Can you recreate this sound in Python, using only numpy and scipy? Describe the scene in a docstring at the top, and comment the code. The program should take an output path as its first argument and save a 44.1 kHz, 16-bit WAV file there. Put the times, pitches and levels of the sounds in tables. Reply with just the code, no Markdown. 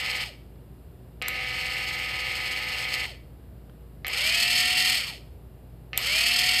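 """Buzz, whine and rattle of an electric fishing reel, close up: four bursts of winding, two slow, two fast.
Chopped drive current makes the motor buzz; the gears whine, rattle in the housing and throb once per
spool turn. The first burst is already under way; at each later start the shaft spins up and steel parts
snap into mesh. Friction brakes the shaft after each stop. Behind it, the low hum of a small quiet room."""
import sys
import numpy as np
from scipy import signal
from scipy.fft import rfft, irfft
from scipy.io import wavfile
from scipy.ndimage import uniform_filter1d

SR = 44100
rng = np.random.default_rng(int(sys.argv[2]) if len(sys.argv) > 2 else 0)


def generate_wav(signal):
    """Clip the signal to [-1, 1] and save it as 16-bit WAV at the path in sys.argv[1]."""
    frames = np.transpose(np.atleast_2d(signal))
    scaled = np.clip(frames, -1, 1) * 32767
    pcm = np.round(scaled).astype(np.int16)
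    wavfile.write(sys.argv[1], SR, pcm)


N = 291060
T = np.arange(N) / SR
GRID_HZ = np.arange(2049) * SR / 4096

# winding bursts: on t/s, off t/s, top shaft speed f/Hz, spin-up t/s, extra rattle level/dB
BURSTS = [(-1.5, 0.239, 114.5, .118, 2), (1.2166, 3.058, 114.5, .118, 0), (4.047, 4.944, 248.5, .093, 0),
          (5.932, 6.6, 251, .094, 0)]
# motor can and mount resonances: f/Hz, width/Hz, relative level/dB
CAN_MODES = [(527, 200, -15), (775, 130, -12.5), (1233, 108, -10.5), (1820, 210, -7), (2146, 206, 2),
             (2630, 560, -4.5), (4060, 1340, -17.5)]
# gear housing resonances: f/Hz, width/Hz, relative level/dB
HOUSING_MODES = [(790, 540, -20), (1353, 220, -13), (1982, 242, -4.5), (2323, 266, -0.5), (2783, 320, -0.5),
                 (3092, 270, 0), (3500, 670, -7), (4244, 260, -6.5), (4446, 350, 0), (5077, 437, -3.5),
                 (6583, 360, -11.5), (7900, 660, -13), (8960, 2440, -18), (11430, 490, -19),
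                 (14500, 3600, -19.5)]
# motor tones: shaft multiple, full-speed level/dB, growth/(dB/octave), spin-up gain/dB, coast gain/dB
MOTOR_ORDERS = [(1, -52, 14.5, -4.5, -5), (3, -43.5, 17, 1, -5), (5.17, -65.5, -0.5, 10, -1),
                (9, -69.5, -5, 13, 9)]
# gear tooth tones: shaft multiple, full-speed level/dB
GEAR_ORDERS = [(7.5, -37.5), (8.07, -37.5), (8.5, -47), (9.17, -38), (9.5, -46), (12.85, -38),
               (18.5, -41.5), (18.67, -51.5)]
# resonances of small steel parts: f/Hz, width/Hz, relative level/dB
STEEL_MODES = [(2780, 1100, -3), (4290, 330, -20), (7610, 430, -7), (8880, 340, -6), (12450, 780, -7),
               (12920, 700, -1.5), (8500, 8000, -17.5)]
# steel snapping into mesh: t/s, level/dB, decay t/s, treble shelf/dB, further top shelf/dB
MESH_SNAPS = [(1.2217, -27, 0.0013, -10, -21), (1.2824, -22, 0.0012, -3, 9),
              (4.0669, -27.5, 0.0014, -8.5, 2), (4.08, -25, 0.00083, 1, -4.5),
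              (5.9757, -14, 0.00087, 4, -18)]
# handling ticks: t/s, level/dB
CASE_TICKS = [(.558, -50), (3.4394, -51), (3.6963, -43), (5.6116, -59)]
# room noise spectrum: f/Hz, relative level/dB
NOISE_SPECTRUM = [(30, -21), (45, -17), (70, 4.5), (100, -2.5), (140, -1), (220, -9), (650, -18),
                  (950, -26), (2200, -34.5), (5000, -41), (6000, -52.5), (7800, -44.5), (14000, -36)]
# hum and faint electrical whistles: f/Hz, level/dB
HUM_TONES = [(56.9, -49), (119.8, -54.5), (375, -66.5), (468, -71.5), (2812, -83), (7628, -87)]

FULL_SPEED_HZ, CHOPPER_HZ, TURNS_PER_SPOOL = 245, 251.9, 6


def shaft_speed_hz(creep_share=.12, creep_slowdown=4, friction_hz_per_s=600, drag_per_s=1.7):
    """Current spins the shaft up, the last share slowly; dry friction and drag stop it."""
    speed_hz = np.zeros(N)
    for on_s, off_s, top_hz, spin_s, _ in BURSTS:
        age = np.clip(T - on_s, 0, off_s - on_s) / spin_s
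        lag = (1 - creep_share) * np.exp(-age) + creep_share * np.exp(-age / creep_slowdown)
        driven_hz = top_hz * (1 - lag)
        braking = 1 - np.exp(-drag_per_s * np.maximum(T - off_s, 0))
        lost_hz = (driven_hz + friction_hz_per_s / drag_per_s) * braking
        speed_hz += np.maximum(driven_hz - lost_hz, 0)
    return speed_hz


def shaft_load(speed_hz):
    """Strain (driven shaft's lag behind top speed, over full speed) and coasting (1 with current off)."""
    lag_hz = sum(gate(on_s, off_s) * (top_hz - speed_hz) for on_s, off_s, top_hz, *_ in BURSTS)
    powered = sum(gate(on_s, off_s) for on_s, off_s, *_ in BURSTS)
    return lag_hz / FULL_SPEED_HZ, uniform_filter1d(1. - powered, size=1200)


def motor_buzz(turns, speed_hz, base_db=-33, throttle_db=-4, scatter_db=1.5,
               cogging=.042, jitter_s=35e-6, rebound=.75, rebound_s=.0008):
    """Each current pulse kicks the motor can, harder or softer with rotor angle."""
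    force = np.zeros(N)
    for on_s, off_s, top_hz, *_ in BURSTS:
        times_s = np.arange(on_s, off_s, 1 / CHOPPER_HZ)
        late, size, bounce, gap = rng.standard_normal((1000, 4))[:len(times_s)].T
        rotor = 1 + cogging * np.cos(4 * np.pi * np.interp(times_s, T, turns))
        kicks = unit(rotor * undb(scatter_db * np.clip(size, -2, 2)))
        kicks *= undb(throttle_db * (2 * top_hz / FULL_SPEED_HZ - 1))
        kicks[0] = undb(3.5)  # first kick takes up the slack
        kicks *= undb(base_db) * np.sqrt(SR / CHOPPER_HZ / (1 + rebound ** 2))
        force += impulses(times_s + jitter_s * late, kicks)
        # pinion rebounds off a tooth flank
        force += impulses(times_s + rebound_s * np.exp(gap / 2), rebound * kicks * np.sign(bounce))
    # more current near stall, less near full speed
    current_db = 2.5 * np.exp(-speed_hz / 75) - 9 * np.clip(2 * speed_hz / FULL_SPEED_HZ - 1, 0, 1)
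    return ring(force * undb(current_db), CAN_MODES)


def gear_rattle(turns, speed_hz, knocks_per_spool=432, repeat_share=.33, scatter_db=4,
                throb_db=1.18, mesh_db=3, kick_db=2, can_db=-6):
    """Tooth flanks knock in the housing; the pattern partly repeats each spool turn."""
    spool_turns = turns / TURNS_PER_SPOOL
    knocks = np.arange(int(spool_turns[-1] * knocks_per_spool))
    offset, flaw = rng.standard_normal((knocks_per_spool, 2))[knocks % knocks_per_spool].T
    chance, size = rng.standard_normal((len(knocks), 2)).T
    times_s = np.interp((knocks + offset / 2) / knocks_per_spool, spool_turns, T)
    scatter = chance * undb(scatter_db * (np.clip(size, -2, 2) - .5))
    force = impulses(times_s, np.sqrt(repeat_share) * flaw + np.sqrt(1 - repeat_share) * scatter)
    force *= np.sqrt(SR * TURNS_PER_SPOOL / knocks_per_spool / np.maximum(speed_hz, 10))
    slow = np.clip(2 - 2 * speed_hz / FULL_SPEED_HZ, 0, 1)
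    # at low speed, current kicks shake the teeth through their backlash
    kick = sum(gate(on_s, off_s) * np.exp(-((T - on_s) * CHOPPER_HZ % 1) / .1)
               for on_s, off_s, *_ in BURSTS)
    press = np.cos(2 * np.pi * spool_turns)  # spool gear runs off centre
    mesh = np.cos(2 * np.pi * 22 * spool_turns)
    force *= undb(throb_db * press + slow * (mesh_db * mesh + kick_db * (kick - .05)) + .27 * drift(30))
    treble_db = 1.5 * press + 4 * drift(70) - 5 * slow
    housing = shelf(ring(force, HOUSING_MODES), 3700, treble_db)
    return housing + undb(can_db) * slow * ring(force * kick, CAN_MODES)


def rattle_gain(speed_hz, base_db=-23.5, db_per_octave=7.5, strain_db=2, coast_db=-1.5, knock_hz=57.4):
    """Teeth knock harder with speed and strain; below knock_hz they roll instead."""
    strain, coasting = shaft_load(speed_hz)
    pull = 27 / 4 * strain * (speed_hz / FULL_SPEED_HZ) ** 2
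    level_db = base_db + db_per_octave * octaves(speed_hz) + strain_db * pull + coast_db * coasting
    level_db += sum(gate(on_s, off_s) * extra_db for on_s, off_s, *_, extra_db in BURSTS)
    return undb(level_db) * speed_hz ** 2 / (speed_hz ** 2 + knock_hz ** 2)


def whine(turns, speed_hz, full_strain=.38, fade_hz=80, pinion_multiple=11.18,
          gear_db_per_octave=7.5, gear_strain_db=-12.5, gear_coast_db=-4.5):
    """Motor tones track the shaft; gear and pinion tones swell as they sweep through resonances."""
    strain, coasting = shaft_load(speed_hz)
    pull, rise = np.clip(strain / full_strain, 0, 1), octaves(speed_hz)
    motor, gears = np.zeros((2, N))
    for multiple, db, db_per_octave, pull_db, coast_db in MOTOR_ORDERS:
        gain = undb(db + db_per_octave * rise + pull_db * pull + coast_db * coasting)
        motor += gain * shaft_tone(turns, multiple, flutter_db=1.2, wander=.16)
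    housing = response(HOUSING_MODES, GRID_HZ)
    for multiple, db in GEAR_ORDERS:
        resonance = np.interp(multiple * speed_hz, GRID_HZ, housing)
        resonance /= np.interp(multiple * FULL_SPEED_HZ, GRID_HZ, housing)
        gain = resonance * undb(db + gear_db_per_octave * rise + gear_strain_db * pull)
        gears += gain * shaft_tone(turns, multiple, flutter_db=3, wander=.25)
    pinion_gain = response([(2400, 420, -28.5)], pinion_multiple * speed_hz) * speed_hz / FULL_SPEED_HZ
    gears += pinion_gain * shaft_tone(turns, pinion_multiple, flutter_db=1, wander=.16)
    return (motor + undb(gear_coast_db * coasting) * gears) * np.clip(speed_hz / fade_hz, 0, 1) ** 2


def shaft_tone(turns, multiple, flutter_db, wander):
    """Slightly unsteady sine locked to the shaft, rms near 1."""
    amplitude = np.sqrt(2) * undb(flutter_db * drift(25))
    return amplitude * np.sin(2 * np.pi * multiple * turns + wander * multiple / 10 * drift(50))


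def spool_rub(turns, speed_hz, rub_db=-42, throb_db=3.5, ring_hz=8300, width_hz=450):
    """The spool rubs once a turn: thin metallic hiss, growing with speed."""
    press = np.cos(2 * np.pi * turns / TURNS_PER_SPOOL)
    hiss = ring(rng.standard_normal(N), [(ring_hz, width_hz, 0)])
    return hiss * undb(rub_db + throb_db * (press - 1)) * (speed_hz / FULL_SPEED_HZ) ** 2


def brushes(turns, speed_hz, level_db=-58, hiss_hz=13200, width_hz=1400, whistle_multiple=121):
    """Brushes sizzle on the commutator, with a thin whistle at low speed."""
    hiss = ring(rng.standard_normal(N), [(hiss_hz, width_hz, 0)])
    whistle = np.sin(2 * np.pi * whistle_multiple * turns + .8 * drift(120))
    whistle *= np.clip((SR / 2.5 - whistle_multiple * speed_hz) / 2000, 0, 1)  # anti-alias fade
    contact = np.clip(2 * speed_hz / FULL_SPEED_HZ, 0, 1) ** 3
    return undb(level_db) * contact * (hiss + whistle)


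def mesh_snaps(rise_s=.00034, tail_db=-21, tail_s=.0065, treble_hz=6260, top_hz=12000):
    """Steel scrapes home within milliseconds and rings on faintly."""
    out = np.zeros(N)
    age_s = T[:SR // 8]
    for start_s, db, decay_s, treble_db, top_db in MESH_SNAPS:
        attack = 1 - np.exp(-age_s / rise_s)
        decay = np.exp(-age_s / decay_s) + undb(tail_db) * np.exp(-age_s / tail_s)
        snap = ring(attack * decay * rng.standard_normal(len(age_s)), STEEL_MODES)
        snap = shelf(shelf(snap, treble_hz, treble_db), top_hz, top_db)
        first = int(start_s * SR)
        out[first:first + len(snap)] += undb(db) * snap * np.sqrt(2 * decay_s * SR / np.sum(snap ** 2))
    return out


def case_ticks(decay_s=.0026, body_hz=1300, width_hz=2200):
    """The plastic case ticks dully in the hand."""
    envelope = sum(undb(db) * (T >= start_s) * np.exp(-np.abs(T - start_s) / decay_s)
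                   for start_s, db in CASE_TICKS)
    return ring(envelope * rng.standard_normal(N) / 2, [(body_hz, width_hz, 0)])


def room_tail(x, level_db=-13.5, t60_s=.45, delay_s=.004):
    """Short diffuse tail from nearby walls."""
    age_s = T[:SR // 2]
    tail = rng.standard_normal(len(age_s)) * undb(-60 * age_s / t60_s) * (age_s > delay_s)
    return undb(level_db) * signal.fftconvolve(x, tail / np.linalg.norm(tail))[:N]


def background(noise_db=-48.5, waver_db=2, wander_rad=.46):
    """Room rumble and hiss, wavering hum, faint electrical whistles."""
    points_hz, points_db = np.transpose(NOISE_SPECTRUM)
    bins_hz = np.maximum(np.arange(N // 2 + 1) * SR / N, 1)
    spectrum = undb(np.interp(np.log(bins_hz), np.log(points_hz), points_db))
    noise = irfft(rfft(rng.standard_normal(N)) * spectrum, N)
    hum = sum(undb(db + waver_db * drift(5.9)) * np.sin(2 * np.pi * hz * T + wander_rad * drift(3.43))
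              for hz, db in HUM_TONES)
    return undb(noise_db) * unit(noise) + np.sqrt(2) * hum


def stereo_side(x, edge_hz=5900, side_db=-10.5):
    """Left-right difference, treble only."""
    highpass = signal.butter(8, edge_hz, "high", fs=SR, output="sos")
    scattered = signal.sosfilt(highpass, x) * unit(np.tanh(4 * drift(900)))
    return undb(side_db) * signal.sosfilt(highpass, scattered)


def undb(db):
    """Decibels to gain."""
    return np.exp(np.asarray(db) * np.log(10) / 20)


def unit(x):
    """Scale to rms 1."""
    return x / np.sqrt(np.mean(x ** 2))


def gate(on_s, off_s):
    """True from on_s to off_s."""
    return (T >= on_s) & (T < off_s)


def octaves(speed_hz):
    """Octaves relative to full speed."""
    return np.log2(np.maximum(speed_hz, 1e-3) / FULL_SPEED_HZ)


def drift(rate_hz):
    """Smooth random drift, spread near 1."""
    hold = int(SR / rate_hz)
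    steps = np.repeat(rng.standard_normal(N // hold + 1), hold)
    return .73 * uniform_filter1d(uniform_filter1d(steps, hold), hold)[:N]


def impulses(times_s, sizes):
    """Train of one-sample impulses."""
    inside = (times_s >= 0) & (times_s < N / SR)
    return np.bincount(np.round(times_s[inside] * SR).astype(int), sizes[inside], N + 1)[:N]


def response(modes, hz):
    """Gain at hz of steep resonances (f/Hz, width/Hz, level/dB)."""
    return np.sqrt(sum(undb(2 * db) / (1 + ((hz - centre_hz) / width_hz) ** 2) ** 3
                       for centre_hz, width_hz, db in modes))


def ring(x, modes):
    """Ring x through resonances: minimum phase, unit-energy impulse response."""
    cepstrum = irfft(np.log(response(modes, GRID_HZ) + 1e-4))
    half = len(cepstrum) // 2
    cepstrum[1:half] *= 2
    cepstrum[half + 1:] = 0
    impulse = irfft(np.exp(rfft(cepstrum)))[:half]
    return signal.fftconvolve(x, impulse / np.linalg.norm(impulse))[:N]


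def shelf(x, edge_hz, gain_db):
    """Treble shelf."""
    high = signal.sosfiltfilt(signal.butter(2, edge_hz, "high", fs=SR, output="sos"), x)
    return x + (undb(gain_db) - 1) * high


def scene():
    """One shaft drives gears, buzz and brushes; snaps, ticks and the room join them."""
    speed_hz = shaft_speed_hz()
    turns = np.cumsum(speed_hz + 1e-6) / SR  # strictly rising, for interpolation
    reel = rattle_gain(speed_hz) * gear_rattle(turns, speed_hz)
    reel += whine(turns, speed_hz) + spool_rub(turns, speed_hz)
    reel += motor_buzz(turns, speed_hz) + brushes(turns, speed_hz)
    reel += mesh_snaps() + case_ticks()
    mid = reel + room_tail(reel) + background()
    side = stereo_side(mid)
    return np.array([mid + side, mid - side])


def record(dry, cutoff_hz=14280):
    """The phone cuts the top steeply."""
    return signal.sosfilt(signal.ellip(12, .1, 80, cutoff_hz, fs=SR, output="sos"), dry)


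dry = scene()
out = record(dry)
generate_wav(out)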